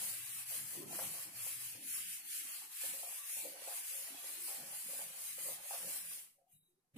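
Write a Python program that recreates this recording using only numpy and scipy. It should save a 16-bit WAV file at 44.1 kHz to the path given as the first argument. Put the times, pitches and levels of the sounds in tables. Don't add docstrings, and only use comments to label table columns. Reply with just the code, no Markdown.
import sys
import numpy as np
from scipy import signal
from scipy.fft import rfft, irfft
from scipy.io import wavfile
from scipy.ndimage import uniform_filter1d, minimum_filter1d

SR = 44100
rng = np.random.default_rng(int(sys.argv[2]) if len(sys.argv) > 2 else 0)


def log_audio(samples):
    frames = np.atleast_2d(samples).T
    limited = np.clip(frames, -1, 1)
    pcm = np.round(limited * 32767).astype(np.int16)
    wavfile.write(sys.argv[1], SR, pcm)


def ratio_of_db(decibels):
    return 10 ** (np.asarray(decibels, float) / 20)


N = 307377
TIME = np.arange(N) / SR

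# (frequency [Hz], width [Hz], level [dB])
BOARD = [(540, 26, -3.5), (698, 77, -2.5), (802, 90, -5), (1283, 79, -5.5), (740, 63, -25)]
# (start [s], length [s], pitch [Hz], deep flexing [dB], thrum [dB])
BENDS = [(0.0, 0.14, 263, -77, -75.5), (.17, 0.046, 337, -77.5, -87), (0.286, 0.12, 253, -74, -77.5),
         (0.593, 0.09, 230, -69, -67.5), (0.775, 0.064, 383, -54, -66), (0.844, 0.096, 322, -57, -61),
         (.95, .02, 340, -68.5, -72), (1.005, 0.078, 320, -62.5, -59.5), (1.26, 0.065, 275, -74, -73),
         (1.506, 0.183, 238, -72.5, -81.5), (1.768, 0.08, 267, -62.5, -83), (1.946, .06, 300, -73, -76),
         (2.052, 0.068, 250, -74, -72), (2.224, 0.082, 325, -76, -86), (2.4, 0.11, 317, -70.5, -92),
         (2.617, 0.036, 343, -76, -98), (2.858, 0.068, 254, -68, -70.5), (3.388, .02, 300, -84, -78),
         (3.45, 0.044, 320, -64, -77.5), (3.623, 0.125, 370, -74.5, -114), (4.116, 0.036, 280, -68, -78),
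         (4.26, 0.065, 340, -71.5, -97), (4.384, 0.061, 385, -65.5, -91), (4.597, 0.052, 242, -66, -65),
         (4.867, 0.095, 278, -68, -69), (5.027, 0.084, 238, -91, -69), (5.308, 0.07, 250, -84, -76.5),
         (5.415, 0.15, 340, -70.5, -72), (5.833, 0.069, 352, -65.5, -71)]
# (start [s], length [s], pitch [Hz], flexing [dB], thrum [dB])
LAST_BENDS = [
    (6.003, 0.11, 235, -98, -76.5),
    (6.125, 0.038, 302, -76, -78.5),
]
LIFT_S, LIFT_FADE_DB_PER_S = 6.28, 175


def evened(x):
    return x / np.sqrt(np.mean(x ** 2) + 1e-20)


def read(points, hz):
    f, value = np.transpose(points)
    return np.interp(np.log(hz + 1), np.log(f + 1), value)


def curves(rows):
    s, *columns = np.transpose(rows)
    return [np.interp(TIME, s, column) for column in columns]


def add(mix, s, sound):
    part = mix[:, round(s * SR):][:, :sound.shape[1]]
    part += sound[:, :part.shape[1]]


def peaks(modes, hz):
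    power = sum(ratio_of_db(db) ** 2 / (1 + (2 * (hz - f) / width) ** 2) ** 2 for f, width, db in modes)
    return 10 * np.log10(power)


def flutter(hz):
    return evened(signal.lfilter(*signal.butter(2, hz, fs=SR), rng.standard_normal(N)))


def noise(db_of_hz, patchy_db, size=1024):
    # (frequency [Hz], left-right likeness [-1..1])
    likeness = [(60, 1), (180, 0.79), (550, 0.29), (1650, 0.083), (4970, -0.031), (15000, 0.0023)]
    frames, hz = 4 * N // size + 5, np.fft.rfftfreq(size, 1 / SR)
    a, b, c, d, patches = rng.standard_normal((frames, len(hz), 5)).T
    patches = uniform_filter1d(patches, size=size // 100, axis=0)
    patches = evened(uniform_filter1d(patches, size=8, axis=1))
    same = np.clip(read(likeness, hz), -1, 1)[:, None]
    left = a + 1j * b
    right = same * left + np.sqrt(1 - same ** 2) * (c + 1j * d)
    z = np.array([left, right]) * ratio_of_db(db_of_hz(hz)[:, None] + patchy_db * patches)
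    return evened(signal.istft(z, nperseg=size, noverlap=3 * size // 4)[1][:, :N])


def resonate(x, hz, width_hz):
    turn = np.exp(2j * np.pi * np.cumsum(hz) / SR)
    r = np.exp(-np.pi * width_hz / SR)
    once = signal.lfilter([1 - r], [1, -r], x / turn)
    twice = signal.lfilter([1 - r], [1, -r], once)
    return evened((turn * twice).real)


def swells(start, length, db, rise_db, sag_db, fall_db):
    t = TIME[None] - start[:, None]
    held = np.clip(t, 0, length[:, None])
    return ratio_of_db(db[:, None] + rise_db * np.minimum(t, 0) - sag_db * held - fall_db * np.maximum(t - held, 0))


def room_floor():
    # (frequency [Hz], level [dB per Hz])
    floor_colour = [(8, 8.5), (20, -8), (40, -24), (70, -36), (140, -0.5), (300, -10), (900, -15.5),
                    (3000, -23.5), (7000, -20.5), (12400, -17.5), (13000, -26), (15000, -54)]
    return ratio_of_db(-85.5 - 2.5) * noise(lambda hz: read(floor_colour, hz), 0.38, size=4096)


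def far_motor():
    # (time [s], level [dB])
    drone_level = [(0, -73), (.4, -72.5), (1, -78.5), (1.25, -74.5), (1.5, -69), (1.64, -72), (1.78, -74.5),
                   (2.08, -81), (2.4, -100), (6.97, -112)]
    # (frequency [Hz], width [Hz], level [dB])
    drone_peaks = [(124, 59, 2), (50, 53, -28)]
    fuzz = noise(lambda hz: peaks(drone_peaks, hz), 1.8, size=8192)
    turns = np.cumsum(120 + 2.52 * flutter(4)) / SR
    tone = np.sqrt(2) * np.sin(2 * np.pi * turns) * ratio_of_db(2.0 * flutter(4))
    return (0.73 * fuzz + 0.65 * tone) * ratio_of_db(curves(drone_level)[0])


def thud():
    # (time [s], level [dB], pitch [Hz])
    push_path = [
        (6.93, -98, 129.7),
        (6.945, -64.5, 123),
        (6.957, -66, 150),
        (6.963, -53.5, 269),
        (6.97, -48, 227),
    ]
    edge_colour = [(800, -12), (2500, 1.0), (3800, -4), (5000, -15.0), (12000, -2.5), (16000, -26)]
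    db, pitch_hz = curves(push_path)
    angle = 2 * np.pi * (np.cumsum(pitch_hz) / SR + np.array([[0.], [.06]]))
    push = np.sin(angle) + 0.24 * np.sin(2 * angle) + 0.13 * np.sin(3 * angle)
    edge = noise(lambda hz: read(edge_colour, hz), 2.5, size=256)
    return ratio_of_db(db) * (TIME > push_path[0][0]) * (evened(push) + 0.33 * edge)


def clink():
    # (frequency [Hz], width [Hz], level [dB])
    metal_modes = [(7700, 170, -4.5), (8800, 120, 0), (9250, 100, -2.5), (10400, 160, -8.5),
                   (11000, 760, -0.5), (12200, 190, -0.5), (13600, 160, -13), (14300, 400, -10.5)]
    # (time [s], level [dB], rustle minus ring [dB])
    clink_level = [
        (6.44, -106, -5),
        (6.495, -98, 20.5),
        (6.525, -68.5, -1),
        (6.57, -73, 0.5),
        (6.62, -80, -13),
        (6.7, -83.5, -1),
        (6.78, -100, -16),
        (6.9, -115, 5),
    ]
    # (time [s], level [dB], pitch [Hz])
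    chime_path = [
        (6.49, -110, 3880),
        (6.52, -101, 3800),
        (6.565, -76, 3840),
        (6.6, -89, 3810),
        (6.655, -82, 3850),
        (6.72, -96, 3850),
        (6.76, -100, 3800),
        (6.8, -101, 3820),
        (6.83, -130, 3930),
    ]
    rustle_modes = [(10900, 7900, -3.5), (1980, 110, -10), (2400, 90, -2), (2850, 200, -3), (3300, 110, -4.5)]
    db, rustle_db = curves(clink_level)
    ring = noise(lambda hz: peaks(metal_modes, hz), 1.2)
    rustle = noise(lambda hz: peaks(rustle_modes, hz), 3.2)
    chime_db, chime_hz = curves(chime_path)
    turns = np.cumsum(chime_hz + 40 * flutter(140)) / SR + np.array([[0.], [.25]])
    chime = ratio_of_db(chime_db + 3.1 * flutter(40)) * np.sqrt(2) * np.sin(2 * np.pi * turns)
    rubbed = ratio_of_db(db + 0.5) * (ring + ratio_of_db(rustle_db) * rustle)
    return (TIME > clink_level[0][0]) * (rubbed + chime)


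def settle_and_squeak():
    # (start [s], length [s], pitch [Hz], level [dB])
    settling = [(6.377, 0.016, 557, -79), (6.418, 0.016, 540, -82), (6.383, 0.022, 748, -85.5),
                (6.41, 0.044, 691, -80.5), (6.468, 0.027, 725, -82), (6.53, .025, 698, -92),
                (6.535, 0.031, 164, -76.5), (6.595, 0.014, 152, -86), (6.628, .04, 167, -92),
                (6.693, 0.038, 353, -83.5), (6.768, 0.021, 366, -90), (6.846, 0.016, 730, -95),
                (6.956, .03, 547, -73)]
    # (start [s], length [s], pitch [Hz], level [dB])
    squeaks = [
        (3.19, .065, 1160, -70),
        (3.045, .035, 700, -67),
        (5.74, .025, 700, -63),
        (3.69, .05, 700, -64),
        (4.2, .05, 1150, -74),
        (3.915, .12, 535, -71),
        (5.655, .02, 560, -69),
        (.35, .04, 1310, -75),
    ]
    start, length, pitch_hz, db = np.transpose(settling + squeaks)
    gain = swells(start, length, db, rise_db=1200, sag_db=30, fall_db=600)
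    turns = np.cumsum([hz + 22 * flutter(110) for hz in pitch_hz], axis=1) / SR
    sides = []
    for lead in (0, .08):
        tones = (gain * np.sin(2 * np.pi * (turns + lead))).sum(0)
        sides.append(tones * ratio_of_db(4.2 * flutter(40)))
    return np.array(sides) * np.sqrt(2)


def knocks():
    # (time [s], peak level [dB], pitch [Hz], hard edge minus ring [dB])
    blows = [(0.029, -54, 514, -10), (0.507, -55, 711, -8), (0.753, -53, 476, -13), (0.911, -51, 630, -16),
             (0.93, -45, 720, -14), (0.951, -57, 1400, -4), (0.99, -38, 640, -6), (1.019, -47, 807, -14),
             (1.043, -52, 790, -14), (1.14, -52, 657, -14), (1.464, -55, 533, -12), (1.468, -55, 780, -14),
             (1.75, -60, 476, -10), (2.62, -62, 850, -5), (2.818, -57, 845, -8), (2.837, -50, 541, -9),
             (2.937, -52, 525, -12), (3.032, -46, 720, -18), (3.127, -58, 807, -12), (3.37, -59, 568, -12),
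             (3.449, -46, 541, -25), (3.543, -53, 525, -18), (3.62, -51, 541, -12), (3.676, -46, 538, -9),
             (3.709, -50, 700, -12), (3.989, -55, 571, -11), (4.083, -60, 668, 0), (4.243, -54, 533, -6),
             (4.509, -54, 554, -12), (4.572, -56, 670, -4), (4.635, -53, 554, -14), (4.887, -56, 530, -12),
             (4.933, -52, 522, -14), (4.991, -48, 541, -15), (5.181, -59, 711, -14), (5.384, -53, 528, -15),
             (5.487, -51, 530, -13), (5.602, -57, 756, -12), (5.71, -41, 800, -12), (5.739, -50, 697, -12),
             (5.831, -52, 600, -14), (5.845, -49, 514, -18), (5.875, -51, 530, -16), (6.115, -62, 1130, -8)]
    out, t = np.zeros((2, N)), np.arange(6000) / SR
    for s, db, pitch_hz, edge_db in blows:
        detune = rng.uniform(.985, 1.015, 5)
        ring = 0
        for (f, width, mode_db), k in zip(BOARD, detune):
            off_pitch_db = 5.0 * abs(np.log2(f / pitch_hz))
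            ring = ring + ratio_of_db(mode_db - off_pitch_db - 60 * t * width / 5.1) * np.sin(2 * np.pi * f * k * t)
        blow = ratio_of_db(-60 * t / .03) * np.sin(2 * np.pi * pitch_hz * t)
        edge = sum(np.sin(2 * np.pi * f * detune[0] * t) for f in (880, 1150, 1390, 1620))
        edge = edge * ratio_of_db(edge_db - 60 * t / .04)
        direct = (ring + 2.2 * blow + 1.5 * edge) * np.minimum(t / .001, 1)
        scatter = rng.standard_normal((2, 6000)) * ratio_of_db(-60 * t / 0.22) * np.minimum(t / 0.0014, 1)
        scatter /= np.linalg.norm(scatter[0])
        tail = signal.fftconvolve(direct[None], scatter, axes=1)[:, :6000]
        tail *= .33 * np.cos(np.pi / 2 * t / t[-1])
        add(out, s - .001, ratio_of_db(db + 1.5) / abs(direct).max() * (direct + tail))
    return signal.sosfilt(signal.butter(2, 400, "high", fs=SR, output="sos"), out)


def rattle(column):
    # (start [s], length [s], lowest mode [dB], upper modes [dB])
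    rattles = [(0.0, 0.03, -92, -68), (0.042, 0.1, -74, -78.5), (0.17, 0.28, -88, -85.5),
               (0.523, 0.018, -66.5, -76), (0.734, 0.077, -71.5, -76), (0.817, .08, -69.5, -73),
               (0.91, 0.031, -74, -66), (0.99, 0.046, -66, -58.5), (1.137, 0.054, -72, -67.5),
               (1.262, 0.34, -77.5, -76), (1.752, 0.072, -77, -81), (1.943, 0.075, -80, -79.5),
               (2.199, 0.22, -100, -82.5), (2.48, 0.07, -85, -83.5), (2.617, 0.037, -99, -75.5),
               (2.834, .14, -77, -70), (2.946, 0.048, -68, -71), (3.033, 0.074, -70.5, -67),
               (3.192, 0.15, -79, -82), (3.366, 0.083, -76, -73.5), (3.447, 0.03, -56, -68.5),
               (3.55, 0.042, -66.5, -69.5), (3.603, 0.067, -80, -68), (3.67, 0.049, -68, -62),
               (3.79, 0.014, -84, -72.5), (3.934, 0.17, -72, -73), (4.071, 0.11, -78, -67.5),
               (4.231, 0.067, -70.5, -68.5), (4.338, 0.11, -80.5, -78.5), (4.484, 0.26, -67, -65.5),
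               (4.67, 0.12, -83, -70.5), (4.899, 0.12, -67.5, -73), (4.992, 0.031, -64, -66.5),
               (5.046, 0.057, -70, -73), (5.133, 0.15, -74.5, -76), (5.267, 0.08, -82, -93),
               (5.383, 0.023, -66.5, -72), (5.457, .03, -60.5, -82), (5.485, 0.039, -66, -65),
               (5.576, 0.13, -71.5, -69), (5.708, 0.016, -61.5, -64), (5.735, .025, -75, -59),
               (5.799, 0.19, -68.5, -66.5), (5.985, 0.23, -77.5, -82)]
    start, length, *db = np.transpose(rattles)
    return swells(start, length, db[column], rise_db=1600, sag_db=40, fall_db=200).max(0)


def sheet_shudder():
    low = noise(lambda hz: peaks(BOARD[:1] + [(557, 94, -11)], hz), 2.0)
    upper = noise(lambda hz: peaks(BOARD[1:3] + [(724, 260, -12)], hz), 2.5)
    chatter = low * rattle(column=0) * ratio_of_db(2.5) + upper * rattle(column=1) * ratio_of_db(3.5)
    return chatter * ratio_of_db(1.2 * flutter(20))


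def sheet_bending():
    # (frequency [Hz], level [dB per Hz])
    flex_colour = [(150, -33), (210, -3.5), (300, -1.5), (400, -2), (480, -23.5)]
    # (frequency [Hz], level [dB per Hz])
    thrum_colour = [(25, -32), (78, -26), (105, -11), (125, -2), (160, -1), (200, 2), (260, -70)]
    start, length, pitch_hz, flex_db, thrum_db = np.transpose(BENDS + LAST_BENDS)
    shape = 366, 11, 137
    bends = swells(start, length, flex_db, *shape)
    flex_hz = uniform_filter1d(pitch_hz[bends.argmax(0)], size=1000)
    flex = noise(lambda hz: read(flex_colour, hz), 3.35, size=2048)
    flex = (resonate(flex, flex_hz, 200) + 1.2 * flex) * ratio_of_db(-7.0) * bends.max(0)
    thrum = noise(lambda hz: read(thrum_colour, hz), 2.3, size=4096)
    return flex + thrum * swells(start, length, thrum_db, *shape).max(0)


def hand_speed_db():
    # (turn of the hand [s], hiss at the turn [dB], time to full speed [s], hiss at full speed [dB])
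    sweeps = [(0.0, -43.5, 0.04, -40), (0.211, -47.5, 0.2, -44.5), (0.449, -51.5, 0.084, -41),
              (0.649, -46.5, 0.079, -44.5), (0.858, -56, 0.14, -41.5), (1.102, -44.5, 0.1, -44.5),
              (1.313, -55.5, 0.16, -41), (1.586, -47.5, 0.072, -44), (1.791, -56.5, 0.16, -40.5),
              (2.055, -47.5, 0.052, -43.5), (2.23, -54.5, 0.14, -41.5), (2.429, -46.5, 0.11, -46),
              (2.686, -55.5, 0.15, -42.5), (2.775, -46.5, 0.087, -39.5), (2.925, -44.5, .02, -44),
              (3.063, -46.5, 0.12, -45), (3.228, -50.5, 0.11, -41.5), (3.569, -55.5, 0.22, -42.5),
              (3.826, -48, 0.1, -42.5), (4.161, -52.5, 0.17, -44.5), (4.375, -49, 0.1, -42),
              (4.649, -52, 0.14, -44.5), (4.864, -46.5, 0.096, -42.5), (5.118, -52.0, 0.17, -44),
              (5.363, -48, 0.11, -41.5), (5.602, -55, 0.14, -43.5), (5.827, -45.5, 0.12, -41.8),
              (6.041, -49, 0.077, -45)]
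    turn, turn_db, rise, top_db = np.transpose(sweeps)
    ends, ends_db = np.append(turn, LIFT_S), np.append(turn_db, -62.5)
    k = np.clip(np.searchsorted(ends, TIME, "right") - 1, 0, len(turn) - 1)
    top = turn[k] + rise[k]
    speeding_up = TIME < top
    up, down = (TIME - ends[k]) / rise[k], (ends[k + 1] - TIME) / (ends[k + 1] - top)
    dome = np.sin(np.pi / 2 * np.clip(np.where(speeding_up, up, down), 0, 1))
    low_db = np.where(speeding_up, ends_db[k], ends_db[k + 1])
    return low_db + (top_db[k] - low_db) * dome - LIFT_FADE_DB_PER_S * np.maximum(TIME - LIFT_S, 0)


def uneven_grip():
    catches = ratio_of_db(2.3 * rng.exponential(1, N)) * (rng.random(N) < 25 / SR)
    catches = signal.lfilter([1], [1, -np.exp(-1 / (0.0087 * SR))], catches)
    grip = ratio_of_db(0.45 * flutter(22) + 0.19 * flutter(380)) * (1 + 0.0084 * catches)
    return grip / np.sqrt(uniform_filter1d(grip ** 2, size=6000))


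def eraser():
    # (frequency [Hz], level [dB per Hz])
    fibre_colour = [(2060, -73), (3500, -20.5), (4290, -14), (5600, -11.5), (9030, 0), (10800, 1.5),
                    (14900, -7.5), (15700, -9), (16000, -31.5)]
    # (frequency [Hz], level [dB per Hz])
    pad_colour = [(1050, -34.5), (1300, -15), (1500, -6), (1850, -3), (2100, -1.5), (2650, 0), (3300, -2.5),
                  (3700, -4), (4200, -3), (6000, -7.5), (7800, -8), (12000, -36)]
    # (frequency [Hz], width [Hz], level [dB])
    handle_modes = [(1131.3, 27.4, 12.5), (1090, 1020, 7)]
    # (time [s], handle level under the fingers [dB], pad follows hiss [0-1], pad pressure [dB])
    hold = [(0, -1, 0.02, 2), (.75, 2, 1, 0), (.86, 8, 0.6, -0.5), (1.05, 0.5, 1, 0), (1.65, -0.5, 0.25, 1),
            (1.85, 0, 0.6, 0), (2.0, -1.5, 0.6, 2), (2.28, -2, 0.6, 0), (2.5, 3, 0.9, 3.5),
            (3.0, -2, 0.77, -0.5), (3.7, -2, 0.32, 0.5), (4.5, -3, 0.31, -1), (5.3, -3.5, 0.43, -1),
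            (6.2, -2.5, 0.86, -0.5)]
    handle_bass_cut = [(75, -21), (140, -8), (300, -8.0)]
    pad_db, pad_lag_s, handle_db = -55, 0.0019, -68.5
    hiss_db = hand_speed_db()
    faded_db = LIFT_FADE_DB_PER_S * np.maximum(TIME - LIFT_S, 0)
    stroke_db = hiss_db + faded_db + 44
    damp_db, follows, press_db = curves(hold)
    lagged_db = np.interp(TIME - pad_lag_s, TIME, stroke_db)
    chatter = rattle(column=1)
    hiss = noise(lambda hz: read(fibre_colour, hz), 0.21, size=512) * ratio_of_db(hiss_db)
    pad = noise(lambda hz: read(pad_colour, hz), 1.0, size=512)
    pad *= ratio_of_db(pad_db + press_db + follows * lagged_db - faded_db)
    pad *= 1 + ratio_of_db(1 - handle_db) * chatter / 10
    handle = noise(lambda hz: peaks(handle_modes, hz) + read(handle_bass_cut, hz), 1.57)
    handle *= ratio_of_db(handle_db + damp_db + 0.64 * stroke_db - faded_db) + ratio_of_db(-1.5) * chatter
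    pan_db = (0.4 - 0.2 * TIME) * np.array([[.5], [-.5]])
    return uneven_grip() * ratio_of_db(pan_db) * (hiss + pad + handle)


def room(x):
    # (frequency [Hz], ripple [dB])
    echo_comb = [(800, 2.5), (2000, 4), (4000, 4.6), (7000, 3.8), (9000, 3), (12000, 3.6)]
    hz, _, z = signal.stft(x, SR, nperseg=2048, noverlap=1536)
    comb = uniform_filter1d(rng.standard_normal(z.shape), size=10, axis=2)
    comb = evened(uniform_filter1d(comb, size=2, axis=1))
    ripple_db = read(echo_comb, hz)[:, None]
    z = z * ratio_of_db(ripple_db * comb - ripple_db ** 2 * np.log(10) / 20)
    return evened(signal.istft(z, nperseg=2048, noverlap=1536)[1][:, :N]) * x.std()


def scene():
    background = room_floor() + far_motor()
    handling = thud() + clink() + settle_and_squeak()
    sheet = knocks() + sheet_shudder() + sheet_bending()
    return background + handling + sheet + room(eraser())


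def suppress(x, share):
    # (frequency [Hz], depth [dB])
    holes = [(300, 4), (1300, 8), (2400, 0), (3350, 4), (3600, 34), (6500, 30), (8300, 8), (11500, 0),
             (15000, 18)]
    # (start [s], length [s], centre [Hz], width [Hz], depth [dB])
    bites = [(0.222, 0.28, 557, 220, 9), (0.437, 0.085, 380, 200, 8), (.86, 0.075, 1170, 200, 19),
             (1.62, .12, 533, 198, 3), (1.673, 0.14, 1070, 150, 23), (1.792, 0.14, 1210, 260, 10),
             (1.836, 0.099, 1040, 160, 26), (1.876, 0.074, 573, 120, 12), (1.948, 0.12, 880, 140, 15),
             (2.17, 0.31, 514, 160, 11), (2.216, 0.23, 1080, 184, 25), (2.28, 0.097, 880, 180, 26),
             (2.42, 0.078, 960, 160, 19), (2.614, 0.12, 623, 200, 17), (2.735, 0.096, 500, 1000, 7),
             (4.8, 0.42, 105, 60, 12), (5.8, .14, 75, 60, 11), (3.87, .08, 70, 60, 8),
             (1.38, 0.066, 890, 140, 16), (3.242, 0.062, 620, 150, 4), (3.26, 0.1, 940, 140, 13),
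             (3.9, 0.098, 333, 140, 26), (3.91, 0.13, 1380, 100, 11), (4.407, 0.024, 597, 160, 5),
             (4.25, 0.34, 91.5, 70, 16), (5.214, 0.08, 332, 160, 12), (5.306, 0.057, 500, 200, 9),
             (5.636, 0.15, 336, 242, 10), (6.498, 0.21, 4940, 1690, 13), (6.493, .17, 8000, 400, 22),
             (6.484, .2, 13300, 400, 18), (6.377, 0.077, 14700, 3000, 17)]
    z = signal.stft(x, nperseg=1024, noverlap=768)[2]
    power = uniform_filter1d((abs(z) ** 2).mean(0), size=7, axis=1)
    power = uniform_filter1d(power, size=6, axis=0)
    under_db = 10 * np.log10(power / uniform_filter1d(power, size=120, axis=0) + 1e-20)
    shut = under_db < np.quantile(under_db, share, axis=1, keepdims=True)
    busy = minimum_filter1d(power.mean(0), size=9, origin=4) > power.mean() / 1500
    shut = uniform_filter1d(1. * shut * busy, size=2, axis=1)
    hz, t = np.fft.rfftfreq(1024, 1 / SR)[:, None], np.arange(z.shape[2]) * 256 / SR
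    for start, length, centre_hz, width_hz, db in bites:
        active = np.clip(np.minimum(t - start, start + length - t) / 0.032 + .5, 0, 1)
        z = z * ratio_of_db(-db * active * np.exp(-(2 * (hz - centre_hz) / width_hz) ** 4))
    return signal.istft(z * ratio_of_db(-read(holes, hz) * shut), nperseg=1024, noverlap=768)[1][:, :N]


def top_cut(x):
    return signal.sosfilt(signal.butter(12, 16590, fs=SR, output="sos"), x)


def record(dry):
    # (frequency [Hz], left minus right [dB])
    tilt = [(60, 4), (130, -1.5), (290, -3), (640, -0.5), (1410, 0.5), (3100, -1), (6820, -1.5),
            (11000, 1.5), (15000, 8.5)]
    hz = np.fft.rfftfreq(N, 1 / SR)
    tilt_db = read(tilt, hz) * np.array([[.5], [-.5]])
    case_dip_db = -3 / (1 + (2 * (hz - 3615) / 200) ** 2)
    band_limit = np.sin(np.pi / 2 * np.clip((15560 - hz) / 120, 0, 1)) ** 2
    ports = irfft(rfft(dry) * ratio_of_db(tilt_db + case_dip_db) * band_limit, N)
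    return top_cut(suppress(ports, share=.17))


dry = scene()
out = record(dry)
log_audio(out)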